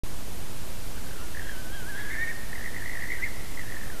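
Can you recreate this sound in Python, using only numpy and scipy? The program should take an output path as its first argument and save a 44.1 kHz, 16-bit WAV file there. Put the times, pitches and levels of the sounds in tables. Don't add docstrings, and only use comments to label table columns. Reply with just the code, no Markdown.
import sys
import numpy as np
from scipy import signal
from scipy.fft import rfft, irfft
from scipy.io import wavfile

SR = 44100
rng = np.random.default_rng(int(sys.argv[2]) if len(sys.argv) > 2 else 0)


def wrap_up_sound(samples):
    columns = np.atleast_2d(samples).T
    tamed = np.clip(columns, -1, 1)
    steps = np.round(tamed * 32767).astype(np.int16)
    wavfile.write(sys.argv[1], SR, steps)


N = 176400


def undb(db):
    return 10 ** (np.asarray(db) / 20)


def curve(rows):
    times, values = np.array(rows).T
    return np.interp(np.arange(N) / SR, times, values)


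def flutter(width_hz):
    f = np.fft.fftfreq(N, 1 / SR)
    band = 1 / np.sqrt(1 + (2 * f / width_hz) ** 6)
    white = rng.standard_normal(N) + 1j * rng.standard_normal(N)
    noise = np.fft.ifft(np.fft.fft(white) * band)
    return noise / np.std(noise)


def wander(rate_hz):
    return np.sqrt(2) * flutter(2 * rate_hz).real


def oscillator(hz):
    return np.exp(2j * np.pi * np.cumsum(hz) / SR)


def gate(start_s, end_s, edge_s=0.023):
    t = np.arange(N) / SR
    return np.clip(np.minimum(t - start_s, end_s - t) / edge_s + .5, 0, 1)


def air_and_hiss():
    # frequency_hz, relative_level_db
    noise_floor = [(100, 0.5), (150, -3.5), (250, -6), (400, -9.5), (700, -12.5), (1200, -16), (2500, -19),
                   (5000, -21), (10000, -22), (14000, -23)]
    knee_hz, rumble_db_per_octave, audible_db = 110, 4.2, -42
    f = np.fft.rfftfreq(N, 1 / SR)
    hz, db = np.array(noise_floor).T
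    shape_db = np.interp(np.log(np.maximum(f, knee_hz)), np.log(hz), db)
    octaves_below = np.log2(knee_hz / np.clip(f, 10, knee_hz))
    spectrum = rfft(rng.standard_normal(N)) * undb(shape_db + rumble_db_per_octave * octaves_below)
    audible_rms = np.std(irfft(spectrum * ((f > 100) & (f < 13000)), N))
    return undb(audible_db) * irfft(spectrum, N) / audible_rms


def trill():
    # start_s, end_s, pips_per_s, relative_rasp_db
    pip_runs = [(.957, .99, 43.5, -16), (1.046, 1.09, 48, -14), (1.110, 1.17, 41, -16),
                (1.350, 1.43, 43.2, -18), (1.445, 1.53, 40, -14), (2.531, 2.59, 39.5, -16),
                (2.595, 2.72, 60.6, -14), (2.728, 2.98, 53, -14), (2.991, 3.21, 61.5, -14),
                (3.576, 3.62, 53, -17), (3.635, 3.935, 45, -16)]
    # time_s, pitch_hz, level_db
    contour = [(0.956, 1540, -47), (0.98, 1540, -38), (1.049, 1580, -43), (1.11, 1590, -37),
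               (1.16, 1540, -41), (1.35, 1760, -32), (1.396, 1810, -28), (1.42, 1690, -34),
               (1.445, 1710, -41), (1.471, 1680, -33), (1.495, 1750, -28), (1.52, 1680, -36),
               (2.53, 1850, -31), (2.558, 2000, -28), (2.581, 1850, -31), (2.595, 1780, -33),
               (2.628, 1840, -34), (2.645, 1950, -28), (2.661, 1940, -27), (2.69, 1840, -33),
               (2.711, 1810, -38), (2.728, 1890, -34), (2.766, 1970, -27), (2.786, 1900, -36),
               (2.807, 1770, -32), (2.84, 1890, -28), (2.861, 1960, -29), (2.917, 2000, -30),
               (2.953, 1920, -28), (2.972, 1910, -28), (2.991, 1800, -30), (3.025, 1980, -24),
               (3.04, 1940, -24), (3.056, 1920, -28), (3.074, 1890, -30), (3.122, 2060, -22),
               (3.136, 2010, -23), (3.152, 1970, -29), (3.169, 1900, -33), (3.576, 2010, -30),
               (3.595, 1990, -27), (3.638, 1740, -36), (3.68, 1790, -34), (3.723, 1880, -30),
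               (3.79, 1790, -34), (3.812, 1790, -32), (3.878, 1790, -38), (3.902, 1750, -36),
               (3.928, 1550, -44)]
    pip_gain_db, scatter_db, jitter_s, sag_hz_per_s = -1, 2, 0.00029, 25000
    rise_s, fall_s, reference_hz = 0.0015, 0.0026, 1970
    times, pitch, db = np.array(contour).T
    t = np.arange(N) / SR
    pips, rasp_gain = np.zeros(N), np.zeros(N)
    for start, end, rate, rasp_db in pip_runs:
        rasp_gain = np.maximum(rasp_gain, undb(rasp_db) * gate(start, end))
        chance = rng.standard_normal((32, 3))
        for at, (late, loud, phase) in zip(np.arange(start, end, 1 / rate), chance):
            hz = np.interp(at, times, pitch)
            near = np.abs(t - at) < .02
            from_peak_s = t[near] - at - jitter_s * late
            stretch = (hz / reference_hz) ** 1.5
            width_s = np.where(from_peak_s < 0, rise_s, fall_s) * stretch
            peak = undb(np.interp(at, times, db) + pip_gain_db + scatter_db * loud)
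            envelope = peak * np.exp(-.5 * (from_peak_s / width_s) ** 2)
            cycles = hz * from_peak_s - .5 * sag_hz_per_s * from_peak_s ** 2 + phase
            pips[near] += envelope * np.sin(2 * np.pi * cycles)
    rasp = (flutter(width_hz=490) * oscillator(np.interp(t, times, pitch))).real
    return pips + rasp_gain * undb(np.interp(t, times, db)) * rasp


def forest(call):
    trunks_s, trunks_db = .012, -15
    build_s, t60_s, tail_db = 0.01, 2, -10.5
    t = np.arange(2 * SR) / SR
    trunks = rng.standard_normal(len(t)) * t * np.exp(-t / trunks_s)
    tail = rng.standard_normal(len(t)) * (1 - np.exp(-t / build_s)) * np.exp(-np.log(1000) * t / t60_s)
    echo = undb(trunks_db) * trunks / np.linalg.norm(trunks) + undb(tail_db) * tail / np.linalg.norm(tail)
    return call + signal.fftconvolve(call, echo)[:N]


def whistle(contour):
    # time_s, roughness_share
    roughness = [(1.25, .7), (1.5, .4), (1.6, .12), (1.93, .1), (2.0, .8), (2.06, .75), (2.12, .9),
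                 (2.17, .6), (2.2, .4), (2.225, .12), (2.26, .45), (2.28, .25), (2.32, .5), (3.24, .3)]
    # time_s, level_db
    octave_level = [(1.25, -9), (1.55, -8.5), (1.68, -16), (1.76, -7), (1.86, -26), (2.03, -12),
                    (2.15, -26), (2.3, -34)]
    gain_db, wobble, hoarse_above_hz = -2.5, 0.00804, 110
    buzz_hz, buzz_db, octave_breath = 385, -16, 0.59
    t = np.arange(N) / SR
    times, pitch, db = np.array(contour).T
    tone = oscillator(np.interp(t, times, pitch) * (1 + wobble * wander(rate_hz=74)))
    hoarse = curve(roughness) * flutter(width_hz=620) * oscillator(np.full(N, hoarse_above_hz))
    buzz = oscillator(buzz_hz * (1 + 0.0284 * wander(rate_hz=39.5)))
    buzz *= undb(buzz_db) * gate(start_s=2.195, end_s=2.325)
    octave = undb(curve(octave_level)) * (1 + octave_breath * flutter(width_hz=200))
    voice = (tone + octave * tone ** 2) * (1 + hoarse + buzz)
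    envelope = undb(np.interp(t, times, db) + gain_db) * gate(times[0], times[-1])
    return np.sqrt(2) * voice.real * envelope


def whistled_notes():
    # time_s, pitch_hz, level_db
    first_whine = [(1.17, 1415, -48), (1.2, 1334, -52), (1.24, 1458, -50), (1.3, 1345, -64)]
    # time_s, pitch_hz, level_db
    held_note = [(1.41, 1594, -64), (1.416, 1584, -47), (1.492, 1658, -46), (1.562, 1485, -47),
                 (1.598, 1558, -45), (1.638, 1437, -55), (1.658, 1520, -43.5), (1.676, 1474, -50),
                 (1.75, 1650, -40.5), (1.84, 1427, -46), (1.9, 1693, -36.5), (1.93, 1535, -42),
                 (1.952, 1593, -36), (2.01, 1716, -38), (2.034, 1610, -42), (2.062, 1699, -38),
                 (2.078, 1653, -43.5), (2.104, 1748, -34), (2.124, 1830, -39), (2.138, 1826, -33),
                 (2.166, 1749, -36.5), (2.232, 1867, -24), (2.26, 1814, -36.5), (2.272, 1824, -29),
                 (2.31, 1858, -30), (2.336, 1500, -51), (2.345, 1443, -70)]
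    # time_s, pitch_hz, level_db
    squeak = [(3.185, 1563, -42), (3.205, 1578, -42), (3.217, 1955, -36), (3.23, 2008, -26),
              (3.243, 2157, -24.5), (3.26, 1920, -33.5), (3.278, 1740, -35)]
    # time_s, pitch_hz, level_db
    last_whine = [(3.925, 1540, -44), (3.955, 1420, -49), (4.0, 1340, -56)]
    return sum(whistle(note) for note in (first_whine, held_note, squeak, last_whine))


def scene():
    call = trill() + whistled_notes()
    return (forest(call) + air_and_hiss())[None]


def record(dry):
    zero_offset, top_hz = 0.071, 14000
    gated = (dry + zero_offset) * gate(start_s=.035, end_s=np.inf, edge_s=.001)
    return signal.sosfilt(signal.ellip(12, .1, 70, top_hz, fs=SR, output="sos"), gated)


dry = scene()
out = record(dry)
wrap_up_sound(out)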